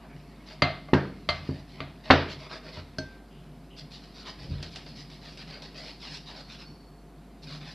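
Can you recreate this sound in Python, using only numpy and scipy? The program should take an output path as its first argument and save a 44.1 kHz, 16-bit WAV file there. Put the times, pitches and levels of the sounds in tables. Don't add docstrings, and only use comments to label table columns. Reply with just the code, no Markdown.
import sys
import numpy as np
from scipy import signal
from scipy.io import wavfile
from scipy.ndimage import uniform_filter1d, minimum_filter1d

SR = 44100
rng = np.random.default_rng(int(sys.argv[2]) if len(sys.argv) > 2 else 0)


def store_pcm(level_fs):
    pcm = np.round(np.clip(level_fs, -1, 1) * 32767).astype(np.int16)
    wavfile.write(sys.argv[1], SR, np.atleast_2d(pcm).T)


N = 341334


def amp(db):
    return 10 ** (np.asarray(db) / 20)


def evened(x):
    return x / np.sqrt(np.mean(x ** 2) + 1e-20)


def unit(x):
    return x / (np.linalg.norm(x) + 1e-20)


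def read(points, hz):
    table_hz, value = np.transpose(points)
    return np.interp(np.log(hz + 1), np.log(table_hz + 1), value)


def add(mix, start_s, sound):
    part = mix[max(round(start_s * SR), 0):][:len(sound)]
    part += sound[:len(part)]


def colour(x, points, size=4096):
    hz = abs(np.fft.fftfreq(size, 1 / SR))
    log_gain = np.log(amp(np.maximum(read(points, hz), -100)))
    response = np.exp(np.conj(signal.hilbert(log_gain)))
    taps = np.fft.ifft(response).real
    return signal.oaconvolve(x, taps[:size // 2])[:len(x)]


def resonate(x, hz, width_hz):
    r = np.exp(-np.pi * width_hz / SR)
    pole = r * np.exp(2j * np.pi * hz / SR)
    return 2 * signal.lfilter([1 - r], [1, -pole], x).real


def resonate_twice(x, hz, stage_width_hz):
    return resonate(resonate(x, hz, stage_width_hz), hz, stage_width_hz)


def wander(cutoff_hz):
    sos = signal.butter(2, cutoff_hz, fs=SR, output="sos")
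    return evened(signal.sosfilt(sos, rng.standard_normal(N)))


# [dB per Hz, relative]
AIR_SPECTRUM = [(45, -23.5), (62, -10), (80, -21), (100, -20), (170, -8), (288, -8), (321, -16),
                (392, -12.5), (437, -18.5), (713, -22), (1100, -25.5), (1500, -30.5), (1830, -33),
                (5850, -45.5), (13000, -45.5)]
# pitch_hz [Hz], level_db [dB rms]
HUM_TONES = [(49.6, -53), (699.8, -67)]
# hz [Hz], side_minus_mid_db [dB]
STEREO_WIDTH = [(3500, -77), (4400, -16.5), (5200, -8.5), (7000, -3.5), (12000, -5)]


def background(air_rms_db=-52, waver_rad=0.26):
    t = np.arange(N) / SR
    hum = np.zeros(N)
    for pitch_hz, level_db in HUM_TONES:
        phase = 2 * np.pi * (pitch_hz * t + rng.random()) + waver_rad * wander(3)
        hum += np.sqrt(2) * amp(level_db) * np.sin(phase)
    noises = rng.standard_normal((2, N))
    air, other = (amp(air_rms_db) * evened(colour(noise, AIR_SPECTRUM)) for noise in noises)
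    side = colour(other, STEREO_WIDTH)
    return hum + air + np.array([side, -side])


# [dB, relative]
DRONE_RESONANCES = [(151.2, 12.4, 3), (229, 29, -10)]
# [dB, before the lift and the lumps]
DRONE_COURSE = [(0, -54), (0.25, -51), (0.55, -53.5), (3.2, -59), (3.4, -53), (3.9, -47), (4.22, -65),
                (4.72, -48.5), (5.3, -53.5), (6.2, -55), (7.2, -59.5), (7.45, -53.5), (7.55, -45.5),
                (7.74, -49.5)]
# start_s [s], length_s [s], level_db [dB]
TABLE_NUDGE = (4.33, 0.34, -38)
# [dB per Hz, relative]
NUDGE_SPECTRUM = [(25, -35), (45, -5), (85, -8.5), (150, -5.5), (250, -23), (600, -30), (2000, -80)]


def rumble(lift_db=1.0, lumps_db=2.5, lumps_hz=5):
    t = np.arange(N) / SR
    noise, push = rng.standard_normal((2, N))
    body = sum(amp(gain_db) * resonate_twice(noise, pitch_hz, width_hz * 2)
               for pitch_hz, width_hz, gain_db in DRONE_RESONANCES)
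    course_db = np.interp(t, *np.transpose(DRONE_COURSE))
    drone = evened(body) * amp(lift_db + course_db + lumps_db * wander(lumps_hz))
    start_s, length_s, level_db = TABLE_NUDGE
    arch = np.sin(np.pi * np.clip((t - start_s) / length_s, 0, 1)) ** 2
    return drone + amp(level_db) * arch * evened(colour(push, NUDGE_SPECTRUM))


# hz [Hz], t60_s [s]
REVERB_T60 = [(100, 0.97), (260, 0.66), (700, 0.36), (1840, 0.42), (4850, 0.49), (9000, 0.17)]
# hz [Hz], gain_db [dB]
REVERB_GAIN = [(60, -10.5), (200, -9), (400, -1.5), (1500, 0.5), (4500, -2.5), (8000, -4.5)]


def tail(build_s=0.0023):
    hz, t, z = signal.stft(rng.standard_normal(SR), SR, nperseg=256)
    t60 = read(REVERB_T60, hz)[:, None]
    z = z * amp(-60 * t / t60) * np.sqrt(2 * np.log(1000) / (t60 * SR))
    decay = signal.istft(z, SR, nperseg=256)[1][:SR]
    return colour(decay, REVERB_GAIN) * (1 - np.exp(-np.arange(SR) / SR / build_s))


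def room(x, moves_per_s=3, count=4):
    turn = moves_per_s * np.arange(N) / SR
    wet = np.zeros(N)
    for k in range(count):
        share = np.sqrt(2 / count) * np.cos(np.pi * (turn + k / count))
        wet += signal.fftconvolve(x * share, tail())[:N]
    return wet


# pitch_hz [Hz], width_hz [Hz], gain_db [dB]
STANDING_WAVES = [(48.5, 5, 9), (84.9, 5.4, 16.5), (140.2, 5.5, 16), (193, 3.2, 5.5), (267.5, 14, -3.5)]
# delay_s [s], share [signed amplitude ratio]
FIRST_ECHOES = [(.0032, 0.13), (.0082, -0.006), (0.0144, .22), (0.0298, 0.059)]


def early(x):
    out = x + sum(amp(gain_db) * resonate(x, pitch_hz, width_hz)
                  for pitch_hz, width_hz, gain_db in STANDING_WAVES)
    for delay_s, share in FIRST_ECHOES:
        add(out, delay_s, share * x)
    return out


def spread(x, count=24, size=300):
    taps = np.zeros(size)
    taps[rng.choice(size, count, replace=False)] = rng.choice([-1, 1], count)
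    side = colour(signal.oaconvolve(x, unit(taps))[:N], STEREO_WIDTH)
    return np.array([x + side, x - side])


def ringing(modes, prompt_db, prompt_t60, contact_s=0.0004):
    t = np.arange(SR) / SR
    ring = sum(amp(level_db - 60 * t / t60_s) * np.sin(2 * np.pi * pitch_hz * t)
               for pitch_hz, level_db, t60_s in modes)
    swell = 1 - np.exp(-(t / contact_s) ** 2)
    prompt = amp(prompt_db - 60 * t / prompt_t60)
    return unit(ring * swell * (1 + prompt))


def strikes(rows, spectrum, ring, chatter, chatter_s, wet_db):
    t, out = np.arange(SR) / SR, np.zeros(N)
    for start_s, level_db, hardness_hz, ring_db in rows:
        grit = rng.standard_normal(SR) * np.exp(-t / chatter_s)
        grit = unit(signal.lfilter(*signal.butter(1, 350, "high", fs=SR), grit))
        contact = chatter * grit + amp(wet_db) * tail()
        contact[0] += 1
        blow = unit(colour(contact, spectrum)) + amp(ring_db) * ring
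        softness = signal.butter(2, min(hardness_hz, SR / 2 - 1000), fs=SR)
        blow = unit(signal.lfilter(*softness, blow))
        add(out, start_s, amp(level_db) * blow * np.sqrt(SR * .014))
    return out


# start_s [s], level_db [dB], hardness_hz [Hz, low-pass corner], ring_db [dB]
TABLE_KNOCKS = [(0.623, -25, 312, -13.5), (0.9323, -15.5, 497, -6.5), (0.9355, -20.5, 2210, -12),
                (0.9485, -21, 298, -25), (1.292, -37.5, 80.4, -19), (1.4905, -28.5, 224, -8),
                (1.804, -37.5, 252, -8), (2.1026, -11.5, 1310, -5), (2.1066, -10, 2430, -12.5),
                (2.138, -22.5, 496, -10), (2.775, -44, 80.5, -15), (2.985, -34, 330, -7),
                (4.504, -39, 90, -4), (4.517, -35, 55, -3), (6.706, -52, 255, -6)]
# [dB per Hz, relative]
KNOCK_SPECTRUM = [(25, -29.5), (60, -7.5), (130, -3), (290, 0), (420, -0.5), (780, -2.5), (1200, -3),
                  (1700, -1.5), (2600, -9.5), (4500, -9), (6000, -22), (8000, -43.5), (13000, -53)]
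# pitch_hz [Hz], level_db [dB, relative], t60_s [s]
TABLE_MODES = [(203, -3.5, 0.24), (271.2, 5.5, .17), (369, -7.5, 0.74), (434, -7.5, 0.21),
               (586, -2.5, 0.56), (798, -4, 0.27), (775, -4, 0.25), (936, -0.5, .2), (1203, -3.5, 0.2),
               (1448, -2.5, .28), (1615, 4, 0.26), (1712, -3, 0.26)]


def knocks():
    table = ringing(TABLE_MODES, prompt_db=15.5, prompt_t60=0.26)
    return strikes(TABLE_KNOCKS, KNOCK_SPECTRUM, table, chatter=2.4, chatter_s=0.0043, wet_db=3.5)


# start_s [s], level_db [dB], hardness_hz [Hz, low-pass corner], ring_db [dB]
BOWL_CLINKS = [(0.6207, -20, 6850, -5), (0.6222, -18.5, 6900, -1), (0.886, -43.5, 1420, 2.5),
               (1.2893, -21, 13900, 1.5), (1.8040, -33.5, 6520, -8.5), (2.1085, -20.5, 4550, -8)]
# [dB per Hz, relative]
CLINK_SPECTRUM = [(40, -25), (100, -10), (260, -10), (480, -12), (660, 8), (930, -8.5), (1200, -0.5),
                  (1500, -7.5), (1950, -5.5), (2600, -7.5), (4600, -9.5), (5500, -25), (8000, -36),
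                  (13000, -66.5)]
# pitch_hz [Hz], level_db [dB, relative], t60_s [s]
BOWL_MODES = [(612, 2.5, 0.17), (678, -30, 0.27), (1141, -6.5, 0.54), (1420, -15, .35), (1710, -18, 0.18),
              (2084, -0.5, 0.44), (2870, -17.5, 0.38), (3130, -8.5, 0.22), (3350, -13.5, 0.27),
              (4107, -10, .4), (4150, -7.5, 0.5), (4560, -1, 0.15), (4395, 0.5, 0.06)]


def clinks():
    bowl = ringing(BOWL_MODES, prompt_db=13.5, prompt_t60=0.11)
    return strikes(BOWL_CLINKS, CLINK_SPECTRUM, bowl, chatter=3.08, chatter_s=.004, wet_db=8.0)


# start_s [s], level_db [dB], hardness_hz [Hz, low-pass corner], ring_db [dB]
SIEVE_PINGS = [(0.9370, -35.5, 8900, -23), (1.290, -35, 18000, -12), (2.1092, -17.5, 3420, -27),
               (2.9845, -31, 16000, 11), (4.6275, -38.5, 18000, -23), (4.7595, -38.5, 11900, -22),
               (4.864, -46.5, 4000, -19), (5.101, -52, 15900, -20), (5.374, -46, 16000, -20),
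               (5.622, -45.5, 18000, -22)]
# [dB per Hz, relative]
SIEVE_SPECTRUM = [(150, -13.5), (400, -0.5), (700, 0), (1100, -12), (1600, -6.5), (2500, -4.5),
                  (3400, -2.5), (4600, -2), (5500, -6), (6500, -18), (8500, -23.5), (13000, -41.5)]
# pitch_hz [Hz], level_db [dB, relative], t60_s [s]
SIEVE_MODES = [(628, 0, .2), (1565, -1, 0.6), (2880, -19, 0.1), (4330, -1.5, 0.17), (4660, 3.5, 0.02),
               (5100, 2, 0.03), (6070, -10, .2), (8100, -22, .16)]


def pings():
    sieve = ringing(SIEVE_MODES, prompt_db=4, prompt_t60=0.03)
    return strikes(SIEVE_PINGS, SIEVE_SPECTRUM, sieve, chatter=2.4, chatter_s=0.0093, wet_db=8.0)


# start_s [s], pitch_hz [Hz], level_db [dB], t60_s [s], width_hz [Hz]
RINGING_WIRES = [(0.999, 4300, -55.5, 0.56, 70), (3.301, 2950, -60.5, 0.79, 300),
                 (3.35, 3400, -64, 0.38, 300), (3.70, 2920, -56, 0.6, 220), (6.421, 4400, -59.5, 0.97, 120),
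                 (6.645, 4450, -55, 0.99, 100), (6.658, 5500, -66.5, 0.73, 150)]


def wire_rings(rise_s=0.0096):
    t, out = np.arange(SR) / SR, np.zeros(N)
    for start_s, pitch_hz, level_db, t60_s, width_hz in RINGING_WIRES:
        tone = evened(resonate_twice(rng.standard_normal(SR), pitch_hz, width_hz * 2))
        add(out, start_s, tone * amp(level_db - 60 * t / t60_s) * (1 - np.exp(-t / rise_s)))
    return out


PRESS_S, RELEASE_S = 0.011, 0.014
ARCH_DB = 1.5


def stroke(length_s):
    t = np.arange(SR // 2) / SR
    arch = amp(-ARCH_DB * (2 * np.minimum(t / length_s, 1) - 1) ** 2)
    release = np.exp(-np.maximum(t - length_s, 0) / RELEASE_S)
    return (1 - np.exp(-t / PRESS_S)) * arch * release


# [dB relative to the rasp, before the trims]
SPOON_STROKES = [(0.455, 0.08, -48.5, -3), (1.31, 0.078, -51, -14), (1.41, 0.19, -55.5, 1),
                 (1.67, 0.14, -59.5, 3), (2.031, 0.085, -49.5, 1.5), (2.274, 0.059, -44.5, 3),
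                 (2.38, 0.088, -50, 0.5), (2.491, 0.079, -44, 0), (2.627, 0.076, -51.5, 0.5),
                 (2.719, 0.079, -47.5, -1.5), (3.762, 0.043, -44.5, -10), (3.902, 0.075, -47, -11.5),
                 (4.024, 0.027, -50.5, -2.5), (4.139, 0.087, -47.5, -8), (4.25, 0.054, -41, -8),
                 (4.375, 0.09, -52.5, 0.5), (4.483, 0.14, -54, -4), (4.62, 0.042, -50, -7),
                 (4.708, 0.055, -48, -9), (4.847, 0.055, -55.5, 0), (4.95, 0.067, -47.5, -2.5),
                 (5.097, 0.064, -50.5, -7), (5.21, 0.12, -49.5, -2.5), (5.379, 0.049, -47, 0),
                 (5.465, 0.11, -49, -0.5), (5.614, 0.044, -44.5, -6), (5.738, 0.077, -43.5, -7),
                 (5.821, 0.091, -44, -3.5), (5.996, 0.094, -44.5, -4.5), (6.094, 0.076, -41.5, -4),
                 (6.256, 0.063, -45, -8), (6.335, 0.077, -45, -10), (6.48, 0.077, -50, 1.5),
                 (6.581, 0.043, -46, -2.5), (7.417, 0.026, -46, -7), (7.46, 0.11, -45.5, -5.5),
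                 (7.596, 0.037, -50, 1), (7.642, 0.082, -46, -5.5)]
# start_s [s], end_s [s], rasp_db and smear_db as for the strokes
SPOON_DRAGS = [(0.0, 3.18, -66, 4.5), (3.1, 4.1, -70, 2), (4.0, 6.64, -59.5, -3.5),
               (6.68, 7.42, -72.5, 0.5), (7.46, 7.5, -58.5, -3)]


def stirring_force(ease_s=0.035):
    t, wires, mixture = np.arange(N) / SR, np.zeros(N), np.zeros(N)
    for start_s, end_s, rasp_db, smear_db in SPOON_DRAGS:
        inside_s = np.minimum(t - start_s, end_s - t)
        drag = amp(rasp_db) * np.clip(inside_s / ease_s + 1, 0, 1)
        wires += drag ** 2
        mixture += (amp(smear_db) * drag) ** 2
    for start_s, length_s, rasp_db, smear_db in SPOON_STROKES:
        push = amp(rasp_db) * stroke(length_s)
        add(wires, start_s, push ** 2)
        add(mixture, start_s, (amp(smear_db) * push) ** 2)
    return np.sqrt(wires), np.sqrt(mixture)


def shifting_colour(x, patch_db=2.0, tilt_db=2.0):
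    hz, t, z = signal.stft(x, SR, nperseg=512)
    patches = uniform_filter1d(rng.standard_normal(z.shape), size=7, axis=0)
    patches = evened(uniform_filter1d(patches, size=11, axis=1))
    tilt = evened(uniform_filter1d(rng.standard_normal(len(t)), size=18))
    octaves = np.log2(np.clip(hz, 1000, 6000) / 3500)[:, None]
    gain = amp(patch_db * patches + tilt_db * tilt * octaves)
    return signal.istft(z * gain, SR, nperseg=512)[1][:N]


# [dB per Hz, relative]
RASP_SPECTRUM = [(1500, -46), (2800, -13.5), (3400, -4), (4000, 1.5), (4700, 3), (5400, -3.5),
                 (5900, -10.5), (6600, -21), (8500, -26.5), (13000, -40)]
# [dB per Hz, relative]
SMEAR_SPECTRUM = [(80, -31.5), (200, -12.5), (400, 3), (650, 1), (1000, -1.5), (1350, -2), (1900, -1),
                  (2450, 0), (3000, -4.5), (4200, -27.5), (8000, -56)]
BOWL_HZ, LIFT_S = 630, 2.98


def scrape(wires_per_s=2200, spread_db=2.5, catch_db=1.25, catch_hz=150, slur=0.6,
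           echo=0.45, echo_s=0.00109, sway=.25, rasp_trim_db=-2.5, smear_trim_db=-1, bowl_db=-6):
    wires, mixture = stirring_force()
    n = np.arange(N)
    snaps = (rng.random(N) < wires_per_s / SR) * rng.choice([-1, 1], N)
    snaps = snaps * amp(spread_db * np.minimum(rng.exponential(1, N), 4))
    drive = evened(snaps) + slur * rng.standard_normal(N)
    drive = drive * amp(catch_db * wander(catch_hz))
    delay = SR * echo_s * np.exp(sway * wander(4))
    drive = shifting_colour(drive + echo * np.interp(n - delay, n, drive))
    rasp = amp(rasp_trim_db) * evened(colour(drive, RASP_SPECTRUM))
    smear = amp(smear_trim_db) * evened(colour(drive, SMEAR_SPECTRUM))
    resting = np.clip((LIFT_S - n / SR) * 20, 0, 1)
    bowl = amp(bowl_db) * resting * evened(resonate_twice(drive, BOWL_HZ, 70))
    return wires * (rasp + bowl) + mixture * smear


def scene(stir_wet_db=-5):
    blows = clinks() + knocks() + pings()
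    stirring = scrape()
    direct = early(blows + stirring + wire_rings())
    reverberant = amp(stir_wet_db) * room(stirring)
    return spread(direct + reverberant) + rumble() + background()


def record(dry, low_cut_hz=37, edge_hz=13100, ceiling=.97):
    dry = signal.sosfilt(signal.butter(4, low_cut_hz, "high", fs=SR, output="sos"), dry)
    gain = ceiling / np.maximum(abs(dry).max(0), ceiling)
    gain = uniform_filter1d(minimum_filter1d(gain, size=41), size=41)
    band_limit = signal.firwin(1023, edge_hz, window=("kaiser", 9), fs=SR)
    return signal.oaconvolve(dry * gain, band_limit[None], "same")


dry = scene()
out = record(dry)
store_pcm(out)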